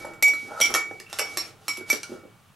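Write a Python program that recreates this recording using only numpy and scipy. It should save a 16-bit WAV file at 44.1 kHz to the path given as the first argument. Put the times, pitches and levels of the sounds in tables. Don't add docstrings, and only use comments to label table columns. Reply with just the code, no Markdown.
import sys
import numpy as np
from scipy import signal
from scipy.fft import rfft, irfft
from scipy.io import wavfile
from scipy.ndimage import uniform_filter1d

SR = 44100
rng = np.random.default_rng(int(sys.argv[2]) if len(sys.argv) > 2 else 0)


def materialize(psi):
    bounded = np.clip(np.atleast_2d(psi).T, -1, 1)
    quanta = np.round(bounded * 32767).astype(np.int16)
    wavfile.write(sys.argv[1], SR, quanta)


N = 112454

# [t/s, tick level/dB, upper ring level/dB, upper ring centre f/Hz,
#                  high ring level/dB, knock level/dB]
CONTACTS = [(0.0502, -38.5, -71, 6000, -46.5, -36.5), (0.1355, -34, -74, 5460, -53, -62),
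            (0.225, -1, -25.5, 5675, -17, -34.5), (0.2811, -10, -31.5, 5720, -31, -40),
            (0.3354, -35, -47, 5930, -39.5, -38), (0.6025, -8, -55, 6100, -34.5, -27.5),
            (0.612, -2, -14, 5680, -18, -38), (0.7041, -51, -53, 5900, -37, -32.5),
            (0.7402, -0.5, -22, 5973, -27, -26.5), (0.749, -5.5, -32, 6150, -21.5, -19),
            (0.9112, -45, -50.5, 6150, -78, -41), (1.0, -20, -47, 6100, -47.5, -41.5),
            (1.099, -30, -62, 5770, -51, -62), (1.1286, -11.5, -46, 5440, -47, -39.5),
            (1.1874, -3, -30, 5570, -30, -45), (1.1935, -2, -28.5, 5590, -27.5, -29.5),
            (1.3721, -3, -26, 5480, -24, -33), (1.6811, -5, -31, 5554, -26.5, -37),
            (1.6893, -30, -50.5, 5470, -46, -43), (1.7714, -21, -42, 5970, -38, -54),
            (1.9006, -9.5, -22.5, 5770, -18, -31.5), (1.93, -9.5, -32, 5770, -35, -36.5),
            (2.0319, -13.5, -40.5, 5820, -49.5, -53)]
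# [f/Hz, t60/s]
UPPER_RINGS = [(5435, 0.15), (5485, 0.2), (5575, 0.18), (5660, 0.047), (5752, 0.17), (5805, 0.081),
               (5850, 0.038), (6000, 0.021)]
# [f/Hz, level/dB, t60/s]
HIGH_RINGS = [(2174, -17, 0.25), (2562, -18.5, 0.064), (2900, -32, 0.02), (3540, -20.5, 0.056),
              (3740, -29.5, 0.18), (4605, -28, 0.27), (6256, -23, 0.047), (7360, -24, 0.25),
              (7570, -16.5, 0.14), (8210, -24, 0.12), (9080, -19, 0.032), (10790, -15, 0.12),
              (11480, -14, 0.079), (13060, -16.5, 0.038)]
# [f/Hz, level/dB, t60/s]
BODY_MODES = [(301.2, -7, 0.076), (345, -0.5, 0.045), (458, 1, 0.047), (648.4, -0.5, 0.029),
              (775, -2, 0.048), (913, -1.5, 0.0088), (1283.4, -10, 0.063), (1380, 8, 0.019),
              (1861, -3.5, 0.036)]
# [f/Hz, level/dB]
CONTACT_SPECTRUM = [(180, -27.5), (300, -0.5), (5800, 2.5), (8220, -2.5), (9240, -3), (11900, -2.5),
                    (14000, -48), (15000, -23), (16000, -29)]
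# [t/s, note level/dB, note t60/s,
#     twin level/dB, twin t60/s, time of a level step t/s, level change after it/dB]
BELL_NOTES = [(0, -43, 1, -49, 0.33, 0.44, -16.5), (.2265, -10.5, 0.5, -46, 0.049, 0.31, -3.5),
              (.612, -19.5, 0.43, -20, 0.95, 0.67, -14), (.7495, -24.5, 0.57, -27, 0.27, .993, -3),
              (1.188, -31, 0.5, -43, 0.21, 1.29, 4.5), (1.372, -59, 0.2, -32.5, 0.38, 1.36, -28),
              (1.682, -28, 0.82, -48, 0.042, 1.714, -6.5), (1.901, -21.5, 0.17, -8.5, 0.11, 1.922, -16.5),
              (2.033, -50.5, 0.81, -20.5, 0.028, 2.2, 3.5)]
# [t/s, low rub level/dB, middle rub level/dB, hiss level/dB]
SCRAPE_LEVELS = [(0.0, -44.5, -51.5, -50.5), (0.13, -49, -53.5, -63.5), (0.215, -56, -62, -80),
                 (0.3, -48, -75, -56), (0.4, -59, -67, -51.5), (0.5, -46, -49.5, -55.5),
                 (0.559, -60, -48.5, -55.5), (0.658, -52, -44.5, -32.5), (0.7, -39, -52, -49),
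                 (0.82, -54, -43.5, -56.5), (0.95, -54.5, -81, -63), (1.059, -66, -66, -68),
                 (1.14, -61, -49.5, -48.5), (1.32, -50, -54, -49.5), (1.479, -52.5, -57, -50),
                 (1.56, -60, -69.5, -74.5), (1.739, -62.5, -57, -47), (1.85, -63, -60, -70),
                 (1.899, -52, -54, -38.5), (2.02, -63, -71, -59.5), (2.13, -50.5, -55, -54.5),
                 (2.29, -65.5, -68, -87), (2.401, -71.5, -71, -73)]
# [t/s, level/dB, length/s, f/Hz]
BOWL_BUMPS = [(.047, -34.5, 0.029, 650), (.33, -49, 0.022, 544), (.43, -44.5, 0.028, 287),
              (.48, -45, 0.013, 332), (.51, -39, 0.094, 690), (.655, -40.5, 0.022, 347),
              (.77, -40.5, 0.036, 404), (1.21, -37, 0.033, 583), (1.78, -40.5, 0.018, 333),
              (1.81, -38, 0.008, 366), (1.93, -33.5, 0.032, 351), (2.095, -41, 0.043, 314),
              (2.118, -36.5, 0.024, 337), (2.145, -43.5, 0.039, 313), (2.2355, -44, 0.017, 378),
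              (2.253, -43.5, 0.011, 405)]
# [t/s, level/dB, length/s, f/Hz]
EDGE_SQUEAKS = [(.336, -40.5, 0.017, 4060), (.51, -31.5, 0.026, 1410), (.56, -36.5, 0.072, 1340),
                (.605, -22, 0.025, 3200), (.995, -38.5, 0.0035, 2670), (1.0, -41, 0.015, 1834),
                (1.06, -47, 0.046, 2690), (1.127, -49, 0.0083, 2600), (1.372, -36, 0.033, 4160),
                (1.41, -41, 0.031, 2460), (1.81, -46, 0.014, 1470), (1.935, -37, 0.015, 1610),
                (2.035, -39, 0.013, 1410), (2.11, -53, .06, 1306)]
# [f/Hz, t60/s]
KITCHEN_DECAY = [(250, 0.14), (1000, 0.27), (2300, 0.26), (5000, 0.22), (12000, 0.16)]
# [f/Hz, level per Hz/dB]
ROOM_SPECTRUM = [(15, -42), (25, -12), (64, -31.5), (99, 0.5), (123, -6), (195, -7), (301, -23), (962, -21),
                 (1040, -16), (2000, -26.5), (2840, -24), (4490, -31.5), (16000, -35)]

TICK_T60_S, TICK_OFFSET_DB, KNOCK_OFFSET_DB = 0.011, -11, -5.0
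UPPER_REACH_HZ = 170
HIGH_DETUNE, HIGH_SPREAD_DB, KNOCK_SPREAD_DB = 0.014, 2.5, 4.93
SPLASH_DB, SPLASH_T60_S = -11.5, 0.13
RISE_S, FLASH, FLASH_S = 0.0012, 1.5, 0.0029
CHATTER_DB, CHATTER_S = -12, 0.01
FLUTTER_DEPTH = 1.8
BELL_HZ, TWIN_HZ, TWIN_TURN = 2266, 2302, 0.6
BELL_RISE_S, STEP_S = 0.0073, 0.0029
CHANNEL_TURN, BELL_RIGHT_DB = 0.07, 1.47
GRIT_PER_S, GRIT_DB = 780, 0.5
GRAINS_PER_S, KICK_S = 500, 0.012
RIGHT_DB = 1.73
WET_DB, BELL_WET, WIDTH = -2, 0.3, 0.84
TONE_DB, TONE_SHARED = -54.5, 0.78
CEILING, EDGE_HZ = 0.38, 15900


def clinks():
    out, t = np.zeros(N), np.arange(SR // 4) / SR
    for s, tick_db, upper_db, centre_hz, high_db, knock_db in CONTACTS:
        onset = np.minimum(t / RISE_S, 1) * (1 + FLASH * np.exp(-t / FLASH_S))
        rings = upper_rings(t, upper_db, centre_hz) + high_rings(t, high_db) + splash(t, high_db)
        clink = tick(t, tick_db) + rings * onset + knock(t, knock_db)
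        add(out, s, signal.fftconvolve(clink, chatter(t[:1500])))
    return signal.sosfilt(signal.butter(3, 260, "high", fs=SR, output="sos"), out)


def tick(t, db):
    noise = evened(coloured(rng.standard_normal(len(t)), CONTACT_SPECTRUM))
    return noise * amp(db + TICK_OFFSET_DB - 60 * t / TICK_T60_S) * np.minimum(t / 0.0002, 1)


def upper_rings(t, db, centre_hz):
    hz, t60 = np.transpose(UPPER_RINGS)
    share = np.exp(-((hz - centre_hz) / UPPER_REACH_HZ) ** 2) + 0.05
    share = share / np.linalg.norm(share)
    out = np.zeros(len(t))
    for gain, f, decay in zip(share, hz, t60):
        out += gain * ring(t, f, db, decay, rng.random()) * flutter(t, hz=160)
    return out


def high_rings(t, db):
    out = np.zeros(len(t))
    for hz, mode_db, t60 in HIGH_RINGS + HIGH_RINGS:
        pitch = hz * (1 + HIGH_DETUNE * rng.standard_normal())
        level = db + mode_db + HIGH_SPREAD_DB * rng.standard_normal()
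        out += ring(t, pitch, level, t60) * flutter(t, hz=232)
    return out


def splash(t, db):
    noise = evened(coloured(rng.standard_normal(len(t)), CONTACT_SPECTRUM))
    return noise * amp(db + SPLASH_DB - 60 * t / SPLASH_T60_S) * flutter(t, hz=120)


def knock(t, db):
    out = np.zeros(len(t))
    for hz, mode_db, t60 in BODY_MODES:
        pitch = hz * rng.uniform(0.943, 1.05)
        level = db + mode_db + KNOCK_OFFSET_DB + KNOCK_SPREAD_DB * rng.standard_normal()
        out += ring(t, pitch, level, t60) * rng.choice([-1, 1])
    return out


def chatter(t):
    sparse = rng.standard_normal(len(t)) * (rng.random(len(t)) < 0.012)
    impulses = amp(CHATTER_DB) * np.exp(-t / CHATTER_S) * sparse
    impulses[0] = 1
    return impulses / np.linalg.norm(impulses)


def flutter(t, hz):
    return evened(1 + FLUTTER_DEPTH * np.interp(t * hz, np.arange(100), rng.standard_normal(100)))


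def bell():
    out, t = np.zeros((2, N)), np.arange(SR) / SR
    for s, bell_db, t60, twin_db, twin_t60, step_s, change_db in BELL_NOTES:
        since_step = np.maximum(t + s - step_s, 0)
        level_step = amp(change_db) + (1 - amp(change_db)) * np.exp(-since_step / STEP_S)
        shape = (1 - np.exp(-t / BELL_RISE_S)) * level_step
        for k in range(2):
            note = ring(t, BELL_HZ, bell_db, t60, -k * CHANNEL_TURN)
            twin = ring(t, TWIN_HZ, twin_db, twin_t60, TWIN_TURN + k * CHANNEL_TURN)
            add(out[k], s, amp(k * BELL_RIGHT_DB) * shape * (note + twin))
    return out


def scrape():
    s, low_db, mid_db, hiss_db = np.transpose(SCRAPE_LEVELS)
    t, now = np.arange(4000) / SR, np.arange(N) / SR
    rub = [signal.oaconvolve(grit(), ring(t, hz, db, t60))[:N] for hz, db, t60 in BODY_MODES]
    density = evened(uniform_filter1d(abs(grit()), 60))
    hiss = coloured(rng.standard_normal(N) * (1 + 0.24 * density), CONTACT_SPECTRUM)
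    hiss = signal.sosfilt(signal.butter(2, 2200, "high", fs=SR, output="sos"), hiss)
    parts = zip((sum(rub[:5]), sum(rub[5:]), hiss), (low_db, mid_db, hiss_db))
    return sum(evened(x) * amp(np.interp(now, s, db, right=-90)) for x, db in parts)


def grit():
    strength = amp(GRIT_DB * np.minimum(rng.exponential(1, N), 3))
    return strength * (rng.random(N) < GRIT_PER_S / SR) * rng.choice([-1, 1], N)


def bumps():
    return rubs(BOWL_BUMPS, 0.26, 1.4)


def squeaks():
    return rubs(EDGE_SQUEAKS, 0.047, 0.28)


def rubs(rows, width, kick):
    out, t = np.zeros(N), np.arange(SR // 5) / SR
    for s, db, length, hz in rows:
        band = signal.butter(2, [hz * (1 - width), hz * (1 + width)], "band", fs=SR, output="sos")
        sparse = rng.random(len(t)) < GRAINS_PER_S / SR
        grains = rng.standard_normal(len(t)) * sparse * np.sqrt(SR / GRAINS_PER_S)
        grains[0] = kick * np.sqrt(SR * KICK_S)
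        swell = (0.5 + 2 * t / length) * np.exp(-2 * t / length)
        swell = swell * np.sqrt(SR / (4 * width * hz))
        add(out, s, amp(db) * signal.sosfilt(band, grains * swell))
    return out


def kitchen(x):
    taps = np.zeros((3, SR))
    at = np.arange(120, SR - 20, 20) + rng.integers(0, 20, (3, (SR - 121) // 20))
    np.put_along_axis(taps, at, rng.choice([-1., 1.], at.shape), 1)
    hz, t, bands = signal.stft(taps[2] + WIDTH * taps[:2], SR, nperseg=256)
    decay = amp(-60 * t / read(KITCHEN_DECAY, hz)[:, None])
    tail = signal.istft(bands * decay, SR, nperseg=256)[1]
    return signal.fftconvolve(x[None], tail / np.linalg.norm(tail[0]), axes=1)[:, :N]


def room_tone():
    left, other = rng.standard_normal((2, N))
    right = TONE_SHARED * left + np.sqrt(1 - TONE_SHARED ** 2) * other
    return amp(TONE_DB) * evened(coloured(np.array([left, right]), ROOM_SPECTRUM))


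def amp(db):
    return 10 ** (np.asarray(db) / 20)


def evened(x):
    return x / np.sqrt(np.mean(x ** 2) + 1e-20)


def read(points, hz):
    f, value = np.transpose(points)
    return np.interp(np.log(hz + 1), np.log(f + 1), value)


def add(mix, s, sound):
    part = mix[round(s * SR):][:len(sound)]
    part += sound[:len(part)]


def coloured(x, points):
    return irfft(rfft(x) * amp(read(points, np.fft.rfftfreq(x.shape[-1], 1 / SR))), x.shape[-1])


def ring(t, hz, db, t60, turn=0):
    return np.sqrt(2) * amp(db - 60 * t / t60) * np.sin(2 * np.pi * (hz * t + turn))


def scene():
    ringing = bell()
    rest = clinks() + scrape() + bumps() + squeaks()
    near = (ringing + rest) * amp([[0], [RIGHT_DB]])
    reflections = amp(WET_DB) * kitchen(rest + BELL_WET * ringing[0])
    return near + reflections + room_tone()


def record(dry):
    dull = coloured(dry, [(12800, -1.5), (13600, -10.5), (16000, -3)])
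    rounded = CEILING * np.tanh(dull / CEILING)
    lowpass = signal.firwin(511, EDGE_HZ, window=("kaiser", 9), fs=SR)
    return signal.oaconvolve(rounded, lowpass[None], "same")


dry = scene()
out = record(dry)
materialize(out)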